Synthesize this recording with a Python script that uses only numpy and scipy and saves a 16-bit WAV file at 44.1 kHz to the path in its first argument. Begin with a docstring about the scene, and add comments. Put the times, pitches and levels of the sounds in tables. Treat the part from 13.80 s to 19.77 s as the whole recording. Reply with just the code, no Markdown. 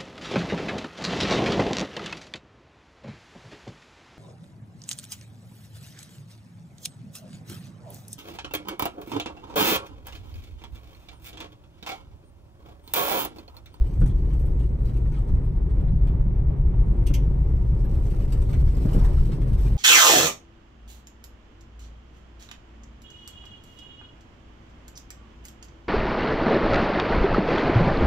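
"""Cab on a corrugated dirt road.

Ridges shake the chassis and drum the panels over the roar of the tyres; ruts thump the suspension.
Loose trim and gear chatter and clink on the rougher stretches, and a metal piece clanks twice.
A faint drivetrain whine swells on the smooth stretch."""
import sys
import numpy as np
from scipy import signal
from scipy.fft import rfft, irfft, next_fast_len
from scipy.io import wavfile
from scipy.ndimage import uniform_filter1d

SR = 44100
rng = np.random.default_rng(int(sys.argv[2]) if len(sys.argv) > 2 else 0)


def store_pcm(level_fs):
    """Save levels as 16-bit WAV."""
    pcm = np.round(np.clip(level_fs, -1, 1) * 32767).astype(np.int16)
    wavfile.write(sys.argv[1], SR, np.atleast_2d(pcm).T)


N = 263277
TIME_S = np.arange(N) / SR
HIT_S = np.arange(12000) / SR


def road(ridges_hz=23.27, uneven=.35, loose=.68):
    """Wheel force (a kick per uneven ridge plus loose dirt) and the load cycle over the ridges."""
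    wander = unit(uniform_filter1d(rng.standard_normal(N), 2000))
    ridges = np.cumsum(ridges_hz * (1 + uneven * wander)) / SR
    kicks = np.diff(np.floor(ridges), prepend=0) * rng.uniform(.58, 1, N)
    force = loose * rng.standard_normal((2, N))
    force[0] += (1 - loose) * unit(kicks - kicks.mean())
    return force, np.cos(2 * np.pi * ridges)


def cab(force, drum_trim_db=.6, swell_s=.018):
    """Road force rings the low chassis modes and drums the panels."""
    # shaking: time_s, rumble_db, drum_db
    shake = [(0.02, -13, -44), (0.1, -34.5, -33), (.18, -17, -31), (0.23, -17.5, -16.5),
             (0.33, -20.5, -32.5), (0.79, -21, -31.5), (1.72, -23.5, -29.5), (1.81, -21, -34.5),
             (2.03, -20.5, -28.5), (3.21, -19, -28), (4.52, -22, -30.5), (4.83, -16.5, -25.5),
             (4.93, -18, -32), (5.19, -24.5, -27), (5.23, -12.5, -29), (5.5, -24, -28), (5.9, -19.5, -27)]
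    # brief swells and dips in the rumble and drumming: centre_s, rumble_lift_db, drum_lift_db
    swells = [(.971, -9, -7), (1.124, -7, 3), (1.284, 3, 4.5), (1.356, -3, -3), (1.457, -5, -10),
              (1.541, 10.5, 3.5), (2.133, 2.5, 10), (2.229, 4.5, -0.5), (2.541, -5.5, -2.5),
              (2.648, -3.5, -2), (2.775, -11.5, 0.5), (2.86, 4.5, -5), (2.93, -4.5, 0.5), (3.02, 6.5, 0),
              (3.069, -1, 3), (3.147, -7, -8), (3.268, 1, -11), (3.428, -0.5, 2), (3.931, 0.5, 6.5),
              (4.346, -3, -4), (4.607, 5.5, -4), (4.697, -9, 0.5), (4.949, -10, 2.5), (5.171, 11, 4),
              (5.245, 2, 1), (5.285, -5.5, -2), (5.408, 7.5, 2), (5.733, 2.5, 7), (5.804, 5, -12)]
    # body sway spectrum: freq_hz, level_db
    sway = [(4, -26), (10, -21), (20, -15), (30, -12), (62, -13), (78, -24), (120, -45), (1000, -120)]
    # chassis and cab air resonances: centre_hz, width_hz, level_db
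    chassis_modes = [(30, 11, -3), (45, 10, 0), (56, 9, -5), (67, 6, -4)]
    # panel resonances: centre_hz, width_hz, level_db
    panel_modes = [(98, 15.2, -1), (120.1, 25, 2), (145.4, 15, -1), (168, 25, -9.5), (195, 33, -14.5)]
    rumble = stereo(force, lambda hz: np.hypot(amp(read(sway, hz)), modes(chassis_modes, hz)))
    drum = stereo(force, lambda hz: modes(panel_modes, hz))
    swells_db = sum(np.outer(lifts, np.exp(-((TIME_S - s) / swell_s) ** 2)) for s, *lifts in swells)
    rumble_swell, drum_swell = amp(swells_db)
    rumble = rumble_swell * level(shake, column=1) * steadied(rumble, span_s=.085)
    drum = drum_swell * level(shake, column=2) * steadied(drum, span_s=.08)
    return rumble + amp(drum_trim_db) * drum


def ruts(width_share=.17):
    """Each rut gives a deep thud and a suspension knock."""
    # jolts: start_s, thud_db, knock_db, knock_hz, lift_db
    jolts = [(0.2121, -21.5, -42, 1430, 4), (.253, -34, -49.5, 890, 9), (3.3, -27, -50, 300, 9),
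             (4.729, -34.5, -47, 2100, 5), (4.756, -28, -50, 330, 16), (4.968, -35, -48, 480, 17),
             (5.048, -20.5, -39, 537, 23), (5.063, -37, -41, 534, 23), (5.141, -24.5, -35.5, 536, 32),
             (5.161, -20, -41, 345, 20), (5.209, -37, -41, 980, 22), (5.242, -32, -42, 1050, 8),
             (5.487, -29.5, -41, 500, 28), (5.577, -30, -50, 485, 22)]
    # thud spectrum: freq_hz, level_db
    thud = [(30, -20), (60, -6), (95, -3), (150, 0), (190, -2), (225, -9), (275, -7), (330, -13),
            (520, -20), (720, -34), (8000, -110)]
    # knock spectrum: freq_hz, level_db
    knock = [(60, -30), (200, -8), (480, 0), (700, -5), (1000, -4), (1480, 1), (2000, -13), (4000, -25),
             (9000, -42), (16000, -60)]
    out = np.zeros((2, N))
    for s, thud_db, knock_db, knock_hz, lift_db in jolts:
        deep = lambda hz: read(thud, hz)
        hard = lambda hz: read(knock, hz) + lift_db * bell(hz, knock_hz, width_share * knock_hz)
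        add(out, s, amp(thud_db) * burst(deep, rise_s=.005, t60_s=.125, tail_db=-24, tail_t60_s=.26))
        add(out, s, amp(knock_db) * burst(hard, rise_s=.004, t60_s=.071, tail_db=-13, tail_t60_s=.24))
    return out


def tyres(load, throb_db=.95, lurch_db=1.19, lurch_s=.032, crunch_trim_db=.63):
    """Tread roar and crunching dirt swell with each ridge and each lurch of the body."""
    # rolling noise: time_s, roar_db, crunch_db
    roll = [(0, -42.5, -54), (.4, -41, -54.5), (2.4, -41.5, -52), (3.3, -39.5, -50.5), (4, -41, -52),
            (4.7, -36.5, -51), (4.88, -43, -52.5), (5.05, -35, -48.5), (5.25, -38, -43),
            (5.45, -39.5, -51.5), (5.97, -39, -48.5)]
    # tyre and wheel arch resonances: centre_hz, width_hz, lift_db
    tyre_modes = [(280, 34, 3), (360, 33, 5.5), (420, 31, 4.5), (496, 35, 3.5), (562, 14, 7),
                  (980, 26, -0.5)]
    # tread spectrum: freq_hz, level_db
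    roar = [(90, -24.5), (170, -2.5), (225, -1.5), (300, -3), (400, -7), (520, -14), (700, -23),
            (1000, -35.5), (8000, -100)]
    # dirt spectrum: freq_hz, level_db
    crunch = [(300, -7), (600, 1), (850, -0.5), (1100, -5), (1450, -9), (2100, -14), (3000, -24),
              (4200, -30.5), (8000, -42.5), (14000, -68)]
    lurch = unit(smooth(rng.standard_normal(N), lurch_s))
    throb = amp(throb_db * load + lurch_db * lurch)
    resonance_db = lambda hz: sum(db * bell(hz, centre, width) for centre, width, db in tyre_modes)

    def rolling(spectrum):
        noise = rng.standard_normal((2, N)) * throb
        return stereo(noise, lambda hz: amp(read(spectrum, hz) + resonance_db(hz)))
    tread = level(roll, column=1) * rolling(roar)
    dirt = level(roll, column=2) * rolling(crunch)
    return tread + amp(crunch_trim_db) * dirt


def clanks(rise_s=.005, buzz_hz=9, echo_db=-13, echo_loss_db_per_hz=.0015):
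    """A loose metal piece clatters on the cab, rings roughly and leaves a duller echo."""
    # strikes: start_s, clatter_db, ring_db, bright_hz, lift_db
    strikes = [(3.2645, -42.5, -44.5, 8600, 9), (3.3366, -37.5, -42, 6200, 4)]
    # metal modes: pitch_hz, first_strike_db, second_strike_db, t60_s
    metal = [(2145, -8, -8, .2), (2565, -3, -1, .15), (2794, 0, -7, .16), (3110, -12, -1, .13),
             (3295, -12, -1, .14), (3397, -1, -14, .14), (3778, -9, -9, .13), (4420, -12, -15, .15),
             (4802, -10, -1, .1), (5020, -6, -2, .06), (5959, -9, 0, .13), (6220, -6, -3, .07),
             (6600, -10, -1, .08), (7340, -18, 0, .055), (8170, -1, -12, .06), (8820, 0, -11, .075),
             (9880, -6, -12, .08), (11610, -14, -3, .06), (12900, -11, 2, .075), (13350, -4, -12, .09)]
    # colour of the clatter: freq_hz, level_db
    tone = [(1000, -25), (1750, -10), (2150, -1), (2600, 2), (3300, -2), (4100, -8.5), (5000, -5),
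            (6300, -4), (7700, -11), (9500, -7), (10800, -16), (13100, -6), (14000, -17)]
    out = np.zeros((2, N))
    for strike, (s, clatter_db, ring_db, bright_hz, lift_db) in enumerate(strikes):
        spot = part_modes(peaks_db=3.5, patches_db=.5)
        colour = lambda hz: read(tone, hz) + spot(hz) + lift_db * bell(hz, bright_hz, width_hz=740)
        dulled = lambda hz: colour(hz) - echo_loss_db_per_hz * hz
        clatter = burst(colour, rise_s=.0074, t60_s=.072, tail_db=-17, tail_t60_s=.19)
        echo = burst(dulled, rise_s=.01, t60_s=.16, tail_db=-17, tail_t60_s=.3)
        add(out, s - .002, amp(clatter_db) * clatter)
        add(out, s + .012, amp(clatter_db + echo_db) * echo)
        for pitch_hz, *mode_db, t60_s in metal:
            # loose contact: phase drift widens the mode
            buzz = np.cumsum(rng.standard_normal(len(HIT_S))) * np.sqrt(2 * np.pi * buzz_hz / SR)
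            cycles = pitch_hz * HIT_S + rng.random() + rng.random((2, 1)) / 2
            decay = amp(ring_db + mode_db[strike] - 60 * HIT_S / t60_s)
            add(out, s, decay * (1 - np.exp(-HIT_S / rise_s)) * np.sin(2 * np.pi * cycles + buzz))
    return out


def clinks(width_share=.13, rebound_s=.009, rebound_db=-4, ping_db=-18, ping_t60_s=.12):
    """Loose gear knocks and rebounds once, with a faint ping at each part's resonance."""
    # knocks: start_s, level_db, tilt_db_per_octave, ring_hz, lift_db
    knocks = [(.199, -59, 1, 8400, 7), (.215, -52.5, -7.5, 3300, 6), (.26, -51.5, -3.5, 9600, 9),
              (.295, -55.5, -7.5, 3400, 10), (.503, -53.5, -8, 3100, 0), (.532, -57.5, -2.5, 3500, 2),
              (.595, -60, 2, 8300, -4), (0.656, -60.5, 2, 8300, 1), (.795, -57.5, -1.5, 2960, 9),
              (.828, -60.5, -3.5, 2880, 7), (1.053, -55, -2.5, 4730, 7), (1.085, -56, -6, 2820, 4),
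              (1.11, -56, -16, 1580, 8), (1.14, -61, -3, 2700, 10), (1.167, -56, -2.5, 2260, 3),
              (1.256, -56, -12, 1890, 10), (1.32, -55, -5.5, 2070, 4), (1.343, -51.5, -10, 2170, 0),
              (1.363, -51.5, -7.5, 2290, 0), (1.385, -63, -4, 8300, 5), (1.485, -60, -4.5, 5300, 7),
              (1.645, -68, 1, 4730, 2), (1.895, -60, -8.5, 4500, 2), (1.998, -63, -4, 3330, 9),
              (2.08, -57.5, -12, 3550, 10.5), (2.271, -53, -6, 2300, 3), (3.432, -58.5, -8, 5700, 10.5),
              (4.045, -54, -9, 12400, 12), (4.145, -55, -4, 3700, 5), (4.252, -57, -3, 6400, 10),
              (4.3, -57.5, -1, 2860, 11), (4.338, -55, -7, 1830, 4), (4.41, -58, -3, 3200, 6),
              (4.522, -45.5, -1, 4820, 9), (4.556, -55, -9, 1740, 7), (4.616, -51.5, -4.5, 8300, 7),
              (4.695, -49, -4.5, 1390, 5), (4.73, -45.5, -4.5, 2230, 9), (4.745, -52, -9, 2400, 2),
              (4.875, -52.5, -6, 2410, 4), (4.968, -60, 5, 7300, 11), (5.019, -54.5, -1, 12700, 4),
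              (5.056, -63, 3, 13200, 11), (5.089, -48, -8, 1900, 2), (5.132, -45, -2, 12200, 1),
              (5.188, -49, -4, 5600, 10), (5.245, -47.5, -1, 1770, 9), (5.371, -48, -5.5, 1466, 10),
              (5.455, -54, -3, 8300, 1), (5.519, -47, -7.5, 3960, 3.5), (5.617, -50.5, -6, 2070, 5),
              (5.732, -56.5, -3, 3620, 8), (5.783, -52, -4.5, 4800, -4), (5.806, -53, -4, 12000, 7),
              (5.83, -57, -4, 2950, 3), (5.864, -50, -6, 2200, 0)]
    # colour of the clinks, with a dip filtered in near 10.6 kHz: freq_hz, level_db
    tone = [(100, -68.5), (500, -22.5), (1200, 2), (2200, 0), (4500, -0.5), (6500, -2), (8600, 0.5),
            (9600, -1.5), (10600, -19), (12000, 0), (13300, -2), (15000, -14.5)]
    out = np.zeros((2, N))
    for s, db, tilt, ring_hz, lift_db in knocks:
        part = part_modes(peaks_db=6, spacing_hz=80, patches_db=.6)
        colour = lambda hz: (read(tone, hz) + part(hz)
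                             + tilt * np.log2(np.maximum(hz / ring_hz, .1))
                             + lift_db * bell(hz, ring_hz, width_share * ring_hz))
        hit = burst(colour, rise_s=.0023, t60_s=.092, tail_db=-10.5, tail_t60_s=.3)
        add(out, s - .002, amp(db) * hit)
        delay_s = rebound_s * rng.uniform(.6, 1.4)
        rebound = burst(colour, rise_s=.0015, t60_s=.088, tail_db=-14.5, tail_t60_s=.25)
        add(out, s + delay_s, amp(db + rebound_db) * rebound)
        cycles = ring_hz * HIT_S + rng.random((2, 1)) / 2
        ping = np.sin(2 * np.pi * cycles) * (1 - np.exp(-HIT_S / .003))
        add(out, s, amp(db + lift_db + ping_db - 60 * HIT_S / ping_t60_s) * ping)
    return out


def chatter(parts=48, taps_per_s=4, bout_s=.3, spread_db=1.5, fizz=.14, trim_db=2):
    """Loose parts, each with its own modes, tap in short bouts over a fizz of grit."""
    # rattle strength: time_s, level_db
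    rattle = [(0.03, -65.5), (.45, -69), (0.93, -72), (1.29, -70), (1.57, -72.5), (2.65, -79.5), (3.3, -71),
              (3.55, -72), (4.03, -67.5), (4.29, -62.5), (4.47, -61.5), (4.58, -64.5), (4.8, -61.5),
              (5.18, -58.5), (5.48, -60), (5.59, -65), (5.7, -62), (5.8, -59.5), (5.95, -59)]
    # treble colour of the rattle, with a dip filtered in near 10.6 kHz: freq_hz, level_db
    treble = [(300, -37.5), (700, -13), (1500, 1.5), (2800, 2), (3800, -1.5), (4900, 2.5), (6000, -4),
              (7600, -5), (8400, -2), (9600, -3.5), (10600, -19.5), (12000, -5.5), (13300, -7.5),
              (15000, -16.5), (17000, -40)]
    taps, length_s = np.zeros((2, N)), N / SR
    for pitch_hz in np.geomspace(1700, 13500, parts):
        part = part_modes(peaks_db=5.5)
        colour = lambda hz: read(treble, hz) + part(hz) + 7 * bell(hz, pitch_hz, width_hz=350)
        ring = burst(colour, rise_s=.003, t60_s=.1, tail_db=-16, tail_t60_s=.16)
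        starts_s = rng.uniform(0, length_s, 6)
        for bout, offset, force in rng.random((100, 3))[:int(taps_per_s * length_s)]:
            s = starts_s[int(bout * len(starts_s))] + bout_s * offset
            add(taps, s % length_s, amp(spread_db * (2 * force - 1)) * ring)
    grit = stereo(rng.standard_normal((2, N)), lambda hz: amp(read(treble, hz)))
    return amp(trim_db) * level(rattle, column=1) * steadied(unit(taps) + fizz * grit, span_s=.11)


def whine(pitch_hz=925, width_hz=18, peak_db=-61, peak_s=3.1, fade_db_per_s=2.5):
    """Drivetrain whine: a narrow noise band that swells and fades."""
    tone = stereo(rng.standard_normal((2, N)), lambda hz: bell(hz, pitch_hz, width_hz))
    return amp(peak_db - fade_db_per_s * abs(TIME_S - peak_s)) * steadied(tone, span_s=.075)


def burst(colour_db, rise_s, t60_s, tail_db, tail_t60_s):
    """A blow on densely ringing panels: quick rise, decay, short cab echo."""
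    noise = stereo(rng.standard_normal((2, len(HIT_S))), lambda hz: amp(colour_db(hz)))
    decay = amp(-60 * HIT_S / t60_s) + amp(tail_db - 60 * HIT_S / tail_t60_s)
    shape = (1 - np.exp(-(HIT_S / rise_s) ** 2)) * decay
    return steadied(noise, span_s=.068) * shape / shape.max()


def part_modes(peaks_db, spacing_hz=70, patches_db=2):
    """Irregular peaks and dips of a small part, as dB against frequency."""
    grid_hz = np.arange(0, SR / 2, spacing_hz)
    fine, broad = rng.standard_normal((2, 800))[:, :len(grid_hz)]
    db = peaks_db * np.minimum(fine, 2) + patches_db * unit(uniform_filter1d(broad, size=9))
    return lambda hz: np.interp(hz, grid_hz, db)


def stereo(pair, gain):
    """Blends two unrelated signals into left and right, coloured by gain(hz), at unit rms."""
    # channel likeness: freq_hz, coherence
    likeness = [(30, .995), (70, .99), (125, .965), (250, .78), (500, .45), (1000, .42), (2000, .5),
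                (4000, .55), (8000, .6), (12000, .8)]
    # phase between channels: freq_hz, left_lead_rad
    lead = [(250, 0), (600, .6), (950, -.6), (1550, 2.6), (2760, -1.2), (3790, 0), (5000, 3), (6890, -2),
            (8100, 0), (9900, 2), (11000, 0)]
    # balance: freq_hz, left_minus_right_db
    tilt = [(70, 1), (200, -.3), (1000, -.3), (2200, -1.2), (7600, 0), (8300, 5), (9600, 3), (10500, 0)]
    size = next_fast_len(pair.shape[1])
    hz = np.fft.rfftfreq(size, 1 / SR)
    a, b = rfft(pair, size)
    coherence = np.clip(read(likeness, hz), 0, 1)
    mid, side = np.sqrt((1 + coherence) / 2) * a, np.sqrt((1 - coherence) / 2) * b
    lean = amp(read(tilt, hz) / 2) * np.exp(.5j * read(lead, hz))
    spectra = np.array([(mid + side) * lean, (mid - side) / lean]) * gain(hz)
    return unit(irfft(spectra, size)[:, :pair.shape[1]])


def modes(table, hz):
    """Gain of resonances added in power."""
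    return np.sqrt(sum((amp(db) * bell(hz, centre, width)) ** 2 for centre, width, db in table))


def bell(hz, centre_hz, width_hz):
    """Gain of one resonance."""
    return 1 / (1 + ((hz - centre_hz) / (.78 * width_hz)) ** 2)


def steadied(x, span_s):
    """Evens out power over spans longer than span_s."""
    power = smooth((x ** 2).mean(0), span_s)
    return unit(x / np.sqrt(abs(power) + 1e-6))


def smooth(x, span_s):
    """Two passes of a moving average."""
    size = int(span_s * SR)
    return uniform_filter1d(uniform_filter1d(x, size), size)


def amp(db):
    """Decibels to gain."""
    return 10 ** (np.asarray(db) / 20)


def unit(x):
    """Scales to unit rms."""
    return x / np.sqrt(np.mean(x ** 2) + 1e-20)


def read(points, hz):
    """Interpolates a table in log frequency."""
    freq_hz, value = np.transpose(points)
    return np.interp(np.log(hz + 1), np.log(freq_hz + 1), value)


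def level(rows, column):
    """Gain over time from a dB column."""
    rows = np.asarray(rows)
    return amp(np.interp(TIME_S, rows[:, 0], rows[:, column]))


def add(mix, start_s, sound):
    """Mixes in a stereo sound."""
    part = mix[:, max(round(start_s * SR), 0):][:, :sound.shape[1]]
    part += sound[:, :part.shape[1]]


def scene():
    """Everything heard in the cab."""
    force, load = road()
    return cab(force) + tyres(load) + whine() + chatter() + ruts() + clinks() + clanks()


def record(dry):
    """Steep low-pass."""
    cutoff_hz = 14300
    lowpass = signal.firwin(255, cutoff_hz, window=("kaiser", 8), fs=SR)
    return signal.oaconvolve(dry, lowpass[None], "same")


dry = scene()
out = record(dry)
store_pcm(out)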